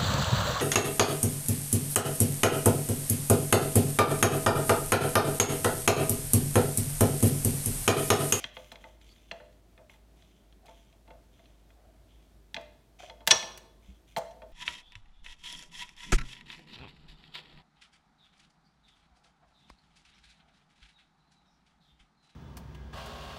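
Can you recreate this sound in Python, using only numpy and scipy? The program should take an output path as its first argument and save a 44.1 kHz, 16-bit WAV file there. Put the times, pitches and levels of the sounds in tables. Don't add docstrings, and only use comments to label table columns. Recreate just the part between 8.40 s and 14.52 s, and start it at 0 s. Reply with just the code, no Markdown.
import sys
import numpy as np
from scipy import signal
from scipy.fft import rfft, irfft
from scipy.io import wavfile
from scipy.ndimage import uniform_filter1d, minimum_filter1d

SR = 44100
rng = np.random.default_rng(int(sys.argv[2]) if len(sys.argv) > 2 else 0)


def dump_mix(stems):
    frames = np.atleast_2d(stems).T
    limited = np.clip(frames, -1, 1)
    pcm = np.round(limited * 32767).astype(np.int16)
    wavfile.write(sys.argv[1], SR, pcm)


N = 269892
TIME = np.arange(N) / SR
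AGE = TIME[:SR // 2]


# t/s, wood level/dB, brightness/Hz, counter level/dB, f/Hz
PIN_KNOCKS = [(0.0411, -29, 2450, -51.5, 600), (0.168, -39.5, 2080, -45, 690),
              (0.3167, -43, 2790, -46, 730), (0.3565, -46.5, 2680, -56, 700),
              (0.4408, -46, 1690, -49.5, 760), (0.9125, -34, 1850, -41.5, 660),
              (0.916, -41.5, 4250, -48.5, 680), (1.001, -53, 1370, -48.5, 580),
              (1.3774, -55.5, 1940, -60, 640), (1.39, -65, 1200, -54.5, 640),
              (1.497, -50.5, 2030, -65, 850), (1.5394, -58.5, 1900, -64, 850),
              (2.2826, -56, 1876, -49.5, 760), (2.5265, -63, 3250, -64, 700), (2.677, -61, 2560, -56, 680),
              (2.7046, -54.5, 2130, -51.5, 640), (2.9928, -62, 1600, -61, 680),
              (3.057, -60, 3140, -73, 700), (3.3034, -60.5, 1970, -68, 700), (4.1441, -32, 3860, -46, 1000),
              (4.1651, -33.5, 2740, -38.5, 660), (4.698, -44, 2840, -48.5, 650),
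              (4.806, -57.5, 2398, -53.5, 720), (4.875, -19.5, 3000, -32, 700),
              (5.0274, -36.5, 2636, -39.5, 750), (5.7639, -32, 3280, -26.5, 730),
              (6.0195, -52, 1850, -44.5, 630)]

def knocks(doubling_db=19, cabinet_lag_s=.004):
    rod, body = np.zeros((2, N))
    for s, wood_db, bright_hz, counter_db, pitch_hz in PIN_KNOCKS:
        ring_scale = 2 ** np.clip((counter_db - wood_db) / doubling_db, -.7, .4)
        add(rod, s, burst(rod_ring(bright_hz, ring_scale), wood_db))
        add(body, s, burst(counter_note(pitch_hz), counter_db))
        shudder = np.hypot(undb(wood_db - 21), undb(counter_db - 11.5))
        add(body, s + cabinet_lag_s, shudder * burst(thud(low_hz=135, high_hz=240, t60=0.07), 0))
    return rod, body


# f/Hz, relative level/dB, unscaled t60/s
ROD_MODES = [(1240, -5.5, 0.013), (1355, -7, 0.0043), (1512, -6, 0.027), (1790, -6.5, 0.039),
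             (2091, 1, 0.036), (2494, -5.5, 0.049), (2760, -5, 0.038), (3263, -1, 0.059), (3444, -2, 0.044),
             (3887, -3, 0.029), (4090, -2.5, 0.055), (4520, -0.5, 0.015), (5800, -6, 0.033),
             (6220, -3.5, 0.034), (7600, -5.5, 0.024)]

def rod_ring(bright_hz, ring_scale):
    rod = burst(ring(ROD_MODES, ring_scale, scatter_db=2.5, detune=.01), 0)
    crack = burst(butter(rng.standard_normal(len(AGE)), [900, 9000], "band") * fade(0.031 * ring_scale), -2.1)
    softened = butter(rod + crack, 1.28 * bright_hz, "low", order=3)
    return butter(softened, 0.39 * bright_hz, "high")


# f/Hz, relative level/dB, t60/s
COUNTER_MODES = [(464, -15.5, 0.54), (513.6, -4, 0.3), (603, -11, 0.38), (634, -10.5, 0.24),
                 (668.5, -3, 0.265), (711.5, -7, 0.092), (816.4, -11.5, .15), (891.7, 1, 0.16),
                 (968, -10, 0.11), (1056, -10, 0.2), (1317, -13.5, 0.18)]

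def counter_note(pitch_hz, db_per_octave=19):
    modes = [(hz, db - db_per_octave * abs(np.log2(hz / pitch_hz)), t60) for hz, db, t60 in COUNTER_MODES]
    slab = burst(thud(.6 * pitch_hz, 1.5 * pitch_hz, t60=0.2), -9.0)
    note = burst(ring(modes, 1, scatter_db=4.5, detune=.004), 0)
    return (note + slab) * onset(0.0045)


def thud(low_hz, high_hz, t60):
    return butter(rng.standard_normal(len(AGE)) * fade(t60), [low_hz, high_hz], "band")


# t/s, level/dB
CLACK_CONTACTS = [(4.9056, -26.5), (4.9091, -11), (4.9129, -9.5), (4.9145, -15.5)]
# f/Hz, relative level/dB, unscaled t60/s
STONE_MODES = [(1350, -12, 0.55), (1770, -6.5, 0.6), (2214, -7, 0.35), (2490, -7, .4), (2690, -5.5, 0.55),
               (3400, 2.5, 0.5), (3740, -2.5, 0.3), (4050, -0.5, 0.35), (4115, 2.5, 0.4), (5030, -4, 0.4),
               (5660, -1, 0.68), (5761, -1, 0.35), (6080, -5, 0.44), (6240, -1.5, 0.23), (6800, -4.5, 0.26),
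               (7060, -1.5, 0.23)]

def clack():
    out = np.zeros(N)
    for s, db in CLACK_CONTACTS:
        crack = butter(rng.standard_normal(len(AGE)), [2500, 7000], "band")
        crack *= fade(0.042) + 2.3 * fade(0.0064)
        stone = ring(STONE_MODES, 0.098, scatter_db=0, detune=0.00076)
        contact = burst(stone, -0.58) + burst(crack, 0)
        add(out, s, burst(butter(contact, 8200, "low"), db))
    hardest_s = max(CLACK_CONTACTS, key=lambda row: row[1])[0]
    slab = ring(STONE_MODES, 0.31, scatter_db=-1.0, detune=0.001) * onset(0.0035)
    add(out, hardest_s, burst(slab, -30.5))
    add(out, hardest_s, burst(counter_note(pitch_hz=940), -29.0))
    add(out, hardest_s, burst(thud(low_hz=300, high_hz=1370, t60=0.2), -27))
    add(out, hardest_s, burst(thud(low_hz=55.5, high_hz=157.5, t60=0.36), -44))
    return out


# t/s, peak level/dB
CONTACT_TICKS = [(0.32, -36.5), (2.259, -44.5), (4.146, -39), (4.212, -47), (4.8685, -26), (4.8748, -4),
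                 (5.176, -27), (5.766, -29.5), (5.772, -24.5), (5.7822, -25.5)]

def ticks(rebound_s=.0035, rebound_db=-3):
    out = np.zeros(N)
    for s, db in CONTACT_TICKS:
        for delay, loss_db in (0, 0), (rebound_s, rebound_db):
            scatter = undb(-20.5) * rng.standard_normal(len(AGE)) * fade(0.033)
            snap = butter(signal.unit_impulse(len(AGE)) + scatter, 1100, "high", order=1)
            snap = butter(snap, 7300, "low", order=1)
            add(out, s + delay, snap * undb(db + loss_db) / np.abs(snap).max())
    return out


# t/s, length/s, level before the envelope/dB
PIN_ROLLS = [(-0.02, 0.17, -56), (2.225, 0.14, -55.5), (2.67, 0.15, -57), (3.358, 0.29, -62.5),
             (4.578, 0.24, -51.5)]

def rolls():
    push = np.zeros(N)
    for s, length, db in PIN_ROLLS:
        add(push, s, undb(db) * stroke(length, rise=.08))
    bumps = rng.standard_normal(N) * undb(4.1 * walk(30))
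    murmur = butter(bumps, [590, 770], "band") + undb(-17.5) * butter(bumps, [450, 1500], "band")
    return push * unit(murmur)


# t/s, length/s, level before the envelope/dB, top edge/Hz
PALM_SLIDES = [(-0.01, 0.12, -49, 7500), (0.136, 0.33, -58.5, 13400), (0.403, 0.2, -63.5, 11000),
               (0.599, 0.61, -65, 10900), (1.492, 0.1, -61.5, 12000), (1.754, 0.41, -68.5, 8500),
               (2.252, 0.34, -64, 10100), (2.917, 0.38, -69.5, 7000), (3.679, 0.29, -70.5, 6000),
               (4.588, 0.15, -51.5, 6500), (5.421, 0.21, -64.5, 8600), (5.671, 0.13, -63, 12500)]

def slides(crackles_per_s=60, light_touch_db=-65):
    out = np.zeros(N)
    slips = rng.random(N) < crackles_per_s / SR
    crackle = slips * undb(7 * np.minimum(rng.exponential(size=N), 3))
    grains = rng.standard_normal(N) * undb(2.4 * walk(150))
    grains += undb(-12.5) * unit(butter(crackle, 6000, "low"))
    rod = signal.fftconvolve(grains, ring(ROD_MODES, 0.19, scatter_db=1.0, detune=0.0028))[:N]
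    rasp = unit(butter(grains, [3200, 3600], "band", order=1))
    rub = unit(butter(grains, 1302, "high", order=1)) + undb(-1) * unit(rod)
    for s, length, db, top_hz in PALM_SLIDES:
        shape = stroke(length, rise=.03)
        rasp_db = -5 - 0.57 * (db - light_touch_db)
        hiss = np.roll(rub + undb(rasp_db) * rasp, rng.integers(N))[:len(shape)]
        add(out, s, undb(db) * shape * unit(butter(hiss, top_hz, "low")))
    return out


def taps(per_s=5, db=-63.5, spread_db=6.5):
    out = np.zeros(N)
    for start, length, *_ in PALM_SLIDES:
        for wait, force in rng.random((int(length * per_s), 2)):
            tap = rod_ring(bright_hz=3300, ring_scale=0.56)
            add(out, start + wait * length, burst(tap, db + spread_db * (2 * force - 1)))
    return out


def squeak(s, hz, db):
    out = np.zeros(N)
    swell = stroke(0.11, rise=0.06)[::-1] ** 2
    whistle = butter(rng.standard_normal(len(swell)), [hz - 70, hz + 70], "band", order=1)
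    add(out, s, undb(db) * swell * unit(whistle))
    return out


def grip_bump(s, db):
    out = np.zeros(N)
    modes = [(57.9, -10.0, 0.19), (82.0, -13, 0.066), (193, -13.0, 0.083)]
    add(out, s, burst(ring(modes, 0.98, scatter_db=2, detune=0.0083) * onset(0.007), db))
    return out


# f/Hz, t60/s
ECHO_DECAY = [(100, 1.7), (700, 0.85), (2000, 0.5174), (4000, 0.5675), (7000, 0.42), (15000, 0.74)]
# f/Hz, relative level/dB
ECHO_COLOUR = [(100, -7), (400, -2.5), (800, -1.5), (1500, -0.5), (4000, -3.5), (7000, -1), (10000, -8.5),
               (15000, -13)]

def kitchen(x, wet_db, gap_s):
    hz, age, cells = signal.stft(rng.standard_normal(SR), SR)
    decay = np.exp(-np.log(1000) * age / on_log(ECHO_DECAY, hz)[:, None])
    tail = signal.istft(cells * decay, SR)[1][:SR]
    arrival = np.clip(TIME[:SR] / gap_s - .5, 0, 1)
    tail = colour(tail / np.sqrt(np.sum(tail ** 2)), ECHO_COLOUR) * arrival
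    return x + undb(wet_db) * signal.fftconvolve(x, tail)[:N]


# f/Hz, relative level/dB
AIR_SPECTRUM = [(53, -29.5), (90, -1.5), (103, -4), (234, -6), (345, -7.5), (532, -16), (647, -10.5),
                (769, -16.5), (1140, -22), (2950, -27), (3360, -26), (4960, -29), (15000, -35),
                (16000, -41)]

def room_tone(air_db=-65, hum_hz=52.2, hum_db=-60):
    air = colour(rng.standard_normal(N), AIR_SPECTRUM)
    air = air * undb(air_db + .5 * walk(3)) / np.std(butter(air, 100, "high"))
    phase = 2 * np.pi * np.cumsum(hum_hz + 1.2 * walk(4)) / SR
    hum = np.sin(phase) * undb(2 * walk(4))
    rumble = butter(rng.standard_normal(N), [42, 75], "band")
    return air + undb(hum_db) * (unit(hum) + undb(-10) * unit(rumble))


def ring(modes, ring_scale, scatter_db, detune):
    out = 0
    for hz, db, t60 in modes:
        weight, shift = rng.standard_normal(2)
        tone = np.sin(2 * np.pi * (hz * (1 + detune * shift) * AGE + rng.random()))
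        out = out + undb(db + scatter_db * weight) * fade(t60 * ring_scale) * tone
    return out


def stroke(length, rise):
    progress = np.linspace(0, 1, int(max(length, .01) * SR))
    return (1 - np.exp(-progress / max(rise, .01))) * (1 - progress)


def onset(rise_s):
    return 1 - np.exp(-AGE / rise_s)


def fade(t60):
    return np.exp(-np.log(1000) * AGE / max(t60, 1e-3))


def walk(hz):
    return unit(butter(rng.standard_normal(N), hz, "low"))


def undb(db):
    return 10 ** (np.asarray(db) / 20)


def unit(x):
    return x / np.sqrt(np.mean(x ** 2))


def burst(x, db):
    return x * undb(db) / np.sqrt(uniform_filter1d(x ** 2, 176, mode="constant").max())


def on_log(points, hz):
    f, value = np.transpose(points)
    return np.interp(np.log(hz + 1), np.log(f), value)


def colour(x, points):
    return irfft(rfft(x) * undb(on_log(points, np.fft.rfftfreq(len(x), 1 / SR))), len(x))


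def butter(x, hz, kind, order=2):
    return signal.sosfilt(signal.butter(order, np.clip(hz, 5, SR / 2 - 500), kind, fs=SR, output="sos"), x)


def add(track, s, x):
    start = int(s * SR)
    x, start = x[max(-start, 0):], max(start, 0)
    track[start:start + len(x)] += x[:N - start]


def scene():
    rod, body = knocks()
    near = rod + taps() + slides() + squeak(s=.63, hz=4520, db=-59) + grip_bump(s=5.482, db=-43.5)
    sound = kitchen(near, wet_db=-8.0, gap_s=0.0027)
    sound += kitchen(ticks(), wet_db=-4.5, gap_s=0.0063)
    sound += kitchen(clack(), wet_db=-7.5, gap_s=0.011)
    sound += kitchen(body + rolls(), wet_db=-11.5, gap_s=0.013)
    return (sound + room_tone())[None]


def record(dry):
    full_scale_cut_db, attack_hz, release_s, top_hz = -2.5, 1.7, 0.58, 16200
    release = np.exp(-TIME / release_s)
    held_peak = np.maximum.accumulate(np.minimum(np.abs(dry), 1) / release, axis=-1) * release
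    control = signal.sosfilt(signal.butter(1, attack_hz, fs=SR, output="sos"), held_peak)
    ducked = dry * undb(full_scale_cut_db * control)
    limiter = 1 / np.maximum(np.abs(ducked), 1)
    limiter = uniform_filter1d(minimum_filter1d(limiter, size=45), size=45)
    return signal.sosfilt(signal.ellip(10, .2, 70, top_hz, fs=SR, output="sos"), ducked * limiter)


dry = scene()
out = record(dry)
dump_mix(out)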